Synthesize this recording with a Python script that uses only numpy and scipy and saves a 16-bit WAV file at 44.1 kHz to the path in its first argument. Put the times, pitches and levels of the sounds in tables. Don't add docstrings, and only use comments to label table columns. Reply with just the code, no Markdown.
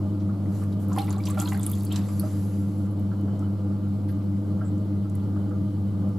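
import sys
import numpy as np
from scipy import signal
from scipy.fft import rfft, irfft, next_fast_len
from scipy.io import wavfile
from scipy.ndimage import uniform_filter1d, map_coordinates

SR = 44100
rng = np.random.default_rng(int(sys.argv[2]) if len(sys.argv) > 2 else 0)


def attenuation_scalar(level_db):
    decades = np.asarray(level_db, float) / 20
    return 10 ** decades


def output_pcm(signal):
    pcm = np.clip(np.atleast_2d(signal).T, -1, 1) * 32767
    wavfile.write(sys.argv[1], SR, np.round(pcm).astype(np.int16))


N = 272538
T = np.arange(N) / SR


def unit(x):
    return x / np.sqrt(np.mean(x ** 2) + 1e-20)


def along(points, hz):
    f, value = np.transpose(points)
    return np.interp(np.log(hz + 1), np.log(f + 1), value)


def shape(points):
    return lambda hz: attenuation_scalar(along(points, hz))


def resonant(modes):
    return lambda f: np.sqrt(sum(attenuation_scalar(db) ** 2 / (1 + ((f - c) / (w / 2)) ** 4) for c, w, db in modes))


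def loudness(rows):
    s, db = np.transpose(rows)
    return attenuation_scalar(np.interp(T, s, db, -120, -120))


def wobble(rate):
    return map_coordinates(rng.standard_normal(int(N * rate / SR) + 4), [T * rate])


def crackle(density, size_db, decay):
    counts = np.bincount(rng.integers(0, N, int(density * N / SR)), minlength=N)
    hits = counts * attenuation_scalar(-size_db * np.log(rng.random(N) + 3e-3))
    return unit(signal.lfilter([1], [1, -np.exp(-1 / (decay * SR))], hits))


def rush(gain, alike, patchy_db, lead=0):
    z = signal.stft(rng.standard_normal((2, N)), nperseg=512)[2]
    field = uniform_filter1d(rng.standard_normal(z.shape[1:]), size=6, axis=0)
    field = uniform_filter1d(field, size=8, axis=1)
    pair = signal.istft(z * attenuation_scalar(patchy_db * unit(field)), nperseg=512)[1][:, :N]
    m = next_fast_len(N + 8192)
    hz = np.fft.rfftfreq(m, 1 / SR)
    turn = np.arccos(np.clip(along(alike, hz), -1, 1)) / 2
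    mid, side = rfft(pair, m) * gain(hz) * [np.cos(turn), np.sin(turn)]
    left = (mid + side) * np.exp(.5j * lead)
    right = (mid - side) * np.exp(-.5j * lead)
    return unit(irfft([left, right], m)[:, :N])


def plinks(rows, longer, ring_db, spread, rise, attack):
    burst_s, burst_law = 0.081, 0.51
    out, t = np.zeros((2, N + SR)), T[:8192]
    f = np.fft.rfftfreq(len(t), 1 / SR) + 1
    for s, db, hz in rows:
        burst = longer * burst_s * (1000 / hz) ** burst_law
        tone = attenuation_scalar(ring_db - 75 * t / burst) * np.sin(2 * np.pi * hz * t * (1 + rise * t / burst))
        both, each = rng.standard_normal(len(t)), rng.standard_normal((2, len(t)))
        mixed = both + np.clip((hz / 9000) ** 2, .12, .85) * each
        band = np.exp(-(np.log2(f / hz) / max(spread, .1)) ** 2)
        hiss = 0.37 * unit(irfft(rfft(mixed) * band)) * attenuation_scalar(-60 * t / burst)
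        onset = 1 - np.exp(-t / attack)
        out[:, round(s * SR):][:, :len(t)] += attenuation_scalar(db) * (tone + hiss) * onset
    return out[:, :N]


def fizz(density, low_hz, spread, cycles, size_db):
    count = int(density * N / SR)
    start, pick, size, pan = rng.random((count, 4)).T[:, :, None]
    hz, t = low_hz * np.exp(spread * pick), T[:256]
    ring = np.exp(-t * hz / cycles) * np.sin(2 * np.pi * np.minimum(hz, 15000) * t)
    grain = attenuation_scalar(-size_db * np.log(size + 1e-4)) * ring
    at = ((start * (N - 256)).astype(int) + np.arange(256)).ravel()
    sides = [(grain * (1 + side * (pan - .5))).ravel() for side in (.6, -.6)]
    return unit(np.array([np.bincount(at, grains, N) for grains in sides]))


def hum():
    mains_hz, pulley_hz = 100.0275, 4.681
    # multiple, level/dB, path lag/ms
    tones = [(1, -28, 4.45), (2, -32, .875), (3, -42, .64), (4, -64, 0)]
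    # order, level/dB, swell peak t/s
    throb_1 = [(-1, -42, .034), (1, -50, .132), (2, -45, .0235), (3, -48, .053)]
    throb_2 = [(-1, -41, .068), (-2, -47, .095), (-4, -47, .0255)]
    throb_3 = [(-1, -51, .017), (-2, -51, .0595), (1, -53, 0), (2, -53, .0255), (3, -53, .006)]
    # order, level/dB
    orders_0 = [(17, -57), (18, -54), (20, -59), (21, -56), (24, -59), (25, -62), (29, -56), (30, -62),
                (31, -57), (32, -61), (33, -61), (35, -61), (47, -61), (48, -62)]
    orders_1 = [(-3, -59), (-2, -57), (7, -55), (8, -55), (9, -59), (10, -56), (11, -58), (13, -59),
                (14, -57), (17, -50), (18, -50), (21, -50), (32, -61), (47, -62)]
    orders_2 = [(-8, -59), (-5, -52), (-3, -57), (2, -55), (5, -60), (7, -62), (22, -58)]
    orders_3 = [(6, -66), (7, -63), (13, -66)]
    lines = []  # (level in dB, phase in turns)
    for (m, db, lag_ms), throbs in zip(tones, [throb_1, throb_2, throb_3, []]):
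        phase = m * mains_hz * (T - lag_ms / 1000)
        lines.append((db, phase))
        lines += [(side_db, phase + k * pulley_hz * (T - peak)) for k, side_db, peak in throbs]
    for m, orders in enumerate([orders_0, orders_1, orders_2, orders_3]):
        drift = 1.2 * wobble(1.0)
        lines += [(db + drift, (m * mains_hz + k * pulley_hz) * T + rng.random()) for k, db in orders]
    lead = np.array([[-.1], [.1]])
    return sum(np.sqrt(2) * attenuation_scalar(db) * np.cos(2 * np.pi * turns + lead) for db, turns in lines)


def frame():
    # f/Hz, width/Hz, level/dB
    modes = [(102, 51, -13), (180.8, 13.7, 0.5), (209, 44, -7.5), (253, 20, -14), (301.1, 29.6, 0),
             (350, 54, -19.5), (399, 9.7, -13.5), (494.8, 11, -11.5), (515, 12.3, -11.5), (620, 20.3, -14),
             (838, 34, -25.5), (1030, 79, -45), (1200, 54, -25), (1374, 47, -29.5)]
    # f/Hz, level per Hz/dB
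    rumble = [(20, -31), (55, -34), (90, -32), (150, -4), (260, -7.5), (450, -14.5), (560, -18),
              (900, -23.5), (1500, -32.5), (1800, -46), (4000, -76)]
    # f/Hz, level per Hz/dB
    whirr_curve = [(880, -7), (1500, -7), (1610, -8.5), (1870, -10), (2060, -5.5), (2590, -11),
                   (3120, -7.5), (3380, -9), (4370, -8), (6120, -15), (7610, -12.5), (8240, -15),
                   (11500, -12.5), (16000, -17.5)]
    # f/Hz, width/Hz, level/dB
    whine_modes = [(2030, 17, -1), (3017, 25, 1.5), (3110, 40, -6), (4390, 80, -9)]
    # f/Hz, likeness (1 = same)
    alike = [(30, 0.5), (60, 0.45), (180, 0.94), (550, 0.83), (1650, 0.63), (4970, 0.45), (15000, 0.048)]
    load = wobble(4.7)
    sway = 1.3 * wobble(5)
    ring = attenuation_scalar(-37.5 + sway) * rush(resonant(modes), alike, patchy_db=1.5, lead=-0.18)
    broad_db = -41.0 + 1.4 * load + 0.68 * wobble(8)
    broad = attenuation_scalar(broad_db) * rush(shape(rumble), alike, patchy_db=1.0, lead=-0.19)
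    flutter = .3 * load + .4 * wobble(25)
    whirr = attenuation_scalar(-60.5 + flutter) * rush(shape(whirr_curve), alike, patchy_db=1.3)
    whine_db = -76 + 0.54 * T + 5.1 * flutter + 1.17 * wobble(3.04)
    whine = attenuation_scalar(whine_db) * rush(resonant(whine_modes), alike, patchy_db=-2.5)
    return ring + broad + whirr + whine


def bumps():
    # t/s, peak level/dB, f/Hz
    thuds = [(0.2215, -43, 1150), (0.2888, -34.5, 1246), (0.616, -36.5, 1190), (1.370, -27, 600),
             (1.371, -30, 1180), (2.085, -34.5, 1150), (2.2288, -34, 1310), (2.232, -27.5, 621),
             (2.2586, -35, 1200), (3.1138, -33.5, 1350), (3.2781, -38.5, 1327), (3.4203, -37, 1307),
             (3.719, -39, 1366), (3.862, -42, 1250), (4.085, -40.5, 1610), (4.6088, -31.5, 1350),
             (4.61, -32, 632), (4.635, -37, 1270), (5.047, -38.5, 1310), (5.36, -35.5, 1244),
             (5.5072, -34, 1286)]
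    return attenuation_scalar(-2.5) * plinks(thuds, longer=1.47, ring_db=-4.5, spread=0.36, rise=0, attack=0.0037)


def knocks():
    # t/s, peak level/dB, damping by the hand (times)
    hits = [
        (.976, -19.5, 1.04),
        (1.169, -35, 1.4),
        (1.371, -27.5, 1.8),
        (1.398, -38, 2.5),
        (1.523, -33, 0.9),
    ]
    # f/Hz, level/dB, time to fall 60 dB/s
    tray = [(493, -17.5, 0.19), (654, -9, 0.049), (776, -3, 0.18), (813, -8, 0.2), (1030, -6, 0.05),
            (1350, -21, 0.083), (1820, -19, 0.041), (2120, -28, 0.069)]
    out, t = np.zeros(N + SR), T[:SR // 2]
    for s, db, damping in hits:
        ring = 0
        for hz, level, t60 in tray:
            mode_db = level + rng.normal(0, 0.79) - 60 * damping * t / t60
            ring = ring + attenuation_scalar(mode_db) * np.sin(2 * np.pi * hz * t)
        out[round(s * SR):][:len(t)] += attenuation_scalar(db) * ring * (1 - np.exp(-t / 0.0011))
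    return out[:N]


def stirred(fall, sag, bright, deep):
    # t/s, hold/s, slosh level/dB, spray over slosh/dB, gurgle over slosh/dB
    stirs = [
        (0.905, .05, -64.5, 7, 11),
        (0.992, .005, -48, 1, -6),
        (1.108, 0.0058, -53, -2, -2.5),
        (1.266, 0.031, -51.5, 5, -3.5),
        (1.392, 0.17, -51, 2, -2),
        (1.642, 0.2, -54, 4.5, -11),
        (1.942, 0.039, -48, -9, -7),
    ]
    total = 0
    for s, hold, db, spray_db, gurgle_db in stirs:
        peak_db = db + bright * spray_db + deep * gurgle_db
        rise_db = 300 * np.minimum(T - s, 0)
        sag_db = sag * np.clip(T - s, 0, hold)
        fall_db = fall * np.maximum(T - s - hold, 0)
        total = total + attenuation_scalar(peak_db + rise_db - sag_db - fall_db)
    return total


def drops():
    # t/s, peak level/dB, f/Hz
    bright = [(.637, -42, 8900), (.8834, -36, 11600), (.9298, -32.5, 7000), (.9612, -37, 10800),
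              (.9744, -37, 12400), (.984, -25.5, 10700), (1.0054, -35, 11800), (1.042, -37.5, 8300),
              (1.0849, -40, 10600), (1.0949, -33.5, 10300), (1.1055, -29, 6830), (1.1268, -34, 10100),
              (1.162, -49, 8500), (1.1807, -40, 7590), (1.2527, -29, 8620), (1.271, -38, 6150),
              (1.2865, -38, 7220), (1.3074, -29.5, 7800), (1.3442, -39, 12500), (1.4264, -38, 12000),
              (1.4454, -42, 11200), (1.476, -37, 12500), (1.486, -31, 6670), (1.5024, -34, 8200),
              (1.5294, -37, 9200), (1.575, -32, 11100), (1.5948, -30, 11600), (1.6144, -35, 8660),
              (1.6305, -23, 8100), (1.6639, -17, 9920), (1.654, -36, 10600), (1.691, -34, 11000),
              (1.734, -33, 10500), (1.7844, -38, 10800), (1.806, -43, 8500), (1.866, -41, 8000),
              (2.0654, -46, 7600), (2.0855, -41, 7550), (2.1964, -20.5, 11200)]
    spatter = [(1.2564, -26.5, 5500), (1.3009, -22.5, 10100), (1.3878, -28, 11150), (1.3997, -14.5, 7600),
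               (1.4154, -17, 10900), (1.6985, -21, 12500), (1.715, -16, 11530), (1.8322, -26.5, 11100),
               (1.8494, -22.5, 10000), (1.923, -24.5, 7460), (1.9599, -20.5, 7300)]
    slaps = [(.6345, -47.5, 2150), (.7248, -47, 3740), (.9227, -44, 4600), (.9616, -42, 1530),
             (.9832, -30.5, 2040), (.984, -28, 3160), (1.1043, -40, 4600), (1.1264, -40, 4180),
             (1.2366, -36.5, 4780), (1.2554, -35, 4620), (1.27, -31.5, 3110), (1.345, -41, 1670),
             (1.3731, -42, 2400), (1.3912, -32, 3070), (1.5209, -32, 1940), (1.545, -34, 1500),
             (1.575, -37, 1280), (1.6641, -37, 3350), (1.7154, -51, 2100), (1.8068, -42, 4440),
             (1.9075, -37, 2880), (1.93, -35, 3230), (1.9583, -27, 3900), (2.0862, -46, 2040)]
    gulps = [(.914, -39.5, 1028), (.962, -32, 1030), (1.147, -43, 1080), (1.181, -43, 1150),
             (1.281, -38.5, 1010), (1.301, -35, 1160), (1.374, -34.5, 1350), (1.416, -35.5, 1350),
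             (1.457, -38, 964), (1.474, -41, 1480), (1.519, -34, 1040)]
    plops = [(.458, -53, 2020), (.9954, -33.5, 3750), (1.015, -37, 4130), (1.0254, -42, 2830),
             (1.070, -46, 3500), (1.0793, -39.5, 2000), (1.080, -46, 2310), (1.1616, -43, 4000),
             (1.201, -42, 2280), (1.406, -40, 2840), (1.4084, -35, 3350), (1.4555, -33, 4200),
             (1.457, -42, 2670), (1.4749, -33.5, 3230), (1.476, -36, 3850), (1.5434, -40.5, 4410),
             (1.5673, -39, 1850), (1.5953, -41, 3500), (1.7323, -38, 3330), (1.8655, -41, 4570),
             (1.9144, -32.5, 3130), (1.917, -35.5, 3660), (2.1958, -35.5, 4460)]
    spits = [(.9305, -43, 12000), (.9615, -43, 8000), (1.048, -42, 13000), (1.0625, -40, 12500),
             (1.1275, -39, 13000), (1.19, -42, 10000), (1.213, -42, 13300), (1.262, -38, 12000),
             (1.288, -36, 12500), (1.345, -42, 9500), (1.400, -27, 12000), (1.465, -40, 10500),
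             (1.513, -40, 12000), (1.535, -38, 12500), (1.609, -38, 8000), (1.636, -36, 12500),
             (1.724, -36, 11500), (1.752, -42, 12000), (1.791, -40, 11000), (1.825, -40, 13000),
             (1.855, -38, 12500), (1.925, -30, 11500), (1.955, -40, 11000), (1.966, -38, 12500)]
    out = attenuation_scalar(1.5) * plinks(bright, longer=0.89, ring_db=-6.5, spread=0.36, rise=0.075, attack=0.00055)
    out += attenuation_scalar(-4.0) * plinks(spatter, longer=0.95, ring_db=-9.0, spread=0.62, rise=0.13, attack=0.0004)
    out += attenuation_scalar(2.5) * plinks(slaps, longer=0.95, ring_db=-9.0, spread=0.63, rise=0.124, attack=0.00073)
    out += attenuation_scalar(1.0) * plinks(gulps, longer=1.06, ring_db=3.0, spread=0.8, rise=0.043, attack=0.002)
    out += attenuation_scalar(0.0) * plinks(plops, longer=1.12, ring_db=-2.5, spread=0.23, rise=0.032, attack=0.00067)
    out += attenuation_scalar(6.0) * plinks(spits, longer=.4, ring_db=-14, spread=.45, rise=.05, attack=.00015)
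    return out


def water():
    # f/Hz, level per Hz/dB
    gurgle_curve = [(400, -63), (700, 0.5), (1300, 1), (1900, -29), (3000, -80)]
    slosh_curve = [(900, -60), (1500, -7), (2500, -9), (4000, -6.5), (6000, -21), (9000, -120)]
    spray_curve = [(2650, -29), (4500, 0.5), (5530, -6), (7510, 2), (8960, -6), (9830, -5), (10100, 1.5),
                   (13100, 1), (14400, -14), (15500, -30)]
    near = [(500, 1.0), (10000, 0.96)]  # f/Hz, left-right likeness
    slosh_fall, slosh_sag = 149, 24
    gurgle = stirred(slosh_fall, slosh_sag, bright=0, deep=0.79)
    slosh = stirred(slosh_fall, slosh_sag, bright=0, deep=0)
    spray = stirred(230, 0, bright=0.61, deep=0)

    deep_bursts = .5 + .4 * crackle(60, size_db=3, decay=.01)
    deep = deep_bursts * rush(shape(gurgle_curve), near, patchy_db=3)

    low_bursts = .5 + .4 * crackle(90, size_db=3, decay=.008)
    low = low_bursts * rush(shape(slosh_curve), near, patchy_db=2)
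    low += .5 * fizz(600, low_hz=1500, spread=1.4, cycles=6, size_db=3.5)

    high_bursts = .35 + .7 * crackle(260, size_db=3.5, decay=.002)
    high = high_bursts * rush(shape(spray_curve), near, patchy_db=2)
    high += .3 * fizz(250, low_hz=4000, spread=1.2, cycles=7, size_db=3)
    return gurgle * attenuation_scalar(7.5) * deep + slosh * attenuation_scalar(-2.5) * low + spray * attenuation_scalar(-1.5) * high + drops()


def hands():
    # t/s, level/dB
    swish = [
        [(.44, -72), (.5, -62), (.55, -55.5), (.63, -54), (.67, -68), (.74, -59.5)],
        [(1.98, -64), (2.06, -54.5), (2.3, -53), (2.5, -56.5), (2.65, -61.5), (2.84, -64.5), (2.87, -63)],
    ]
    # f/Hz, level per Hz/dB
    film_curve = [(1470, 1), (2500, -6), (3370, -8), (4860, -4.5), (5320, -6.5), (5830, -3), (7390, -3),
                  (8420, -5.5), (9370, -4), (10200, -3.5), (11400, -0.5), (13100, -6), (15500, -17)]
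    # f/Hz, width/Hz, level/dB
    gaps = [(4870, 260, -2), (7600, 390, -5), (9150, 400, -9), (11150, 1000, -1.5)]
    # t/s, length/s, centre f/Hz, width/Hz, level/dB
    squeezes = [(2.9, 0.034, 11000, 2500, -64), (4.083, 0.057, 11400, 2500, -60),
                (4.638, 0.065, 7600, 1000, -60), (0.79, 0.079, 10600, 8400, -57.5),
                (.19, 0.048, 4500, 5200, -61.5), (4.08, .035, 3600, 3100, -58.5),
                (4.2, 0.032, 2600, 1600, -64), (5.19, 0.027, 2800, 2200, -66), (8.9, .03, 4200, 2000, -65)]
    # t/s, peak level/dB, f/Hz
    ticks = [(2.7836, -49, 11300), (2.8579, -54, 7040), (2.9956, -45, 11900), (3.2111, -46, 11000),
             (3.3927, -43.5, 8300), (3.8846, -53, 9340), (4.0871, -45, 11000), (4.7794, -53, 7150),
             (5.097, -44, 7900), (5.1522, -36.5, 10400), (5.4934, -52, 7520), (6.0896, -49, 10700)]
    sliding = sum(loudness(part) for part in swish)
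    film = sliding * rush(shape(film_curve), [(3000, 1.0), (12000, 0.41)], patchy_db=1.5)
    film += attenuation_scalar(-5.5) * loudness(swish[1]) * rush(resonant(gaps), [(3000, 0.48)], patchy_db=4.5)
    for s, length, hz, width_hz, db in squeezes:
        swell = np.sin(np.pi * np.clip((T - s) / length, 0, 1) ** 0.83)
        puff = rush(lambda f: np.exp(-((f - hz) / width_hz) ** 2 * 2), [(3000, .6)], patchy_db=1)
        film += attenuation_scalar(db) * swell * puff
    return film + attenuation_scalar(1.0) * plinks(ticks, longer=0.93, ring_db=-11.5, spread=0.71, rise=0.033, attack=0.00016)


def room(x):
    # f/Hz, time to fall 60 dB/s
    dying = [(300, 0.13), (2000, 0.1), (8000, 0.13), (14000, 0.029)]
    hz, t, z = signal.stft(rng.standard_normal((2, SR // 2)), SR, nperseg=256)
    tail = signal.istft(z * attenuation_scalar(-60 * t / along(dying, hz)[:, None]), SR, nperseg=256)[1]
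    tail = tail / np.linalg.norm(tail[0])
    delayed = np.pad(x.mean(0), (130, 0))[None]
    return signal.fftconvolve(delayed, tail, axes=1)[:, :N]


def scene():
    near = water() + hands() + knocks() + bumps()
    return hum() + frame() + near + attenuation_scalar(-8.5) * room(near)


def top_cut(x):
    return signal.sosfilt(signal.butter(12, 16340, fs=SR, output="sos"), x)


def record(dry):
    # f/Hz, level/dB
    mic = [(13000, 0), (15500, -5)]
    # f/Hz, level/dB
    lean_curve = [(60, 0), (180, 0.5), (550, -2), (1650, -1.5), (4970, -0.5), (15000, -1.5)]
    top_hz, fade_in_s = 15800, .002
    lead_in = 2048
    running = np.pad(dry, ((0, 0), (lead_in, lead_in)), "reflect", reflect_type="odd")
    m = next_fast_len(N + 8192)
    hz = np.fft.rfftfreq(m, 1 / SR)
    lean = along(lean_curve, hz) / 2 * np.array([[1], [-1]])
    response = attenuation_scalar(along(mic, hz) + lean) * (hz < top_hz)
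    heard = irfft(rfft(running, m) * response, m)[:, lead_in:lead_in + N]
    fade = np.sin(np.pi / 2 * np.minimum(T / fade_in_s, 1)) ** 2
    return top_cut(heard * fade)


dry = scene()
out = record(dry)
output_pcm(out)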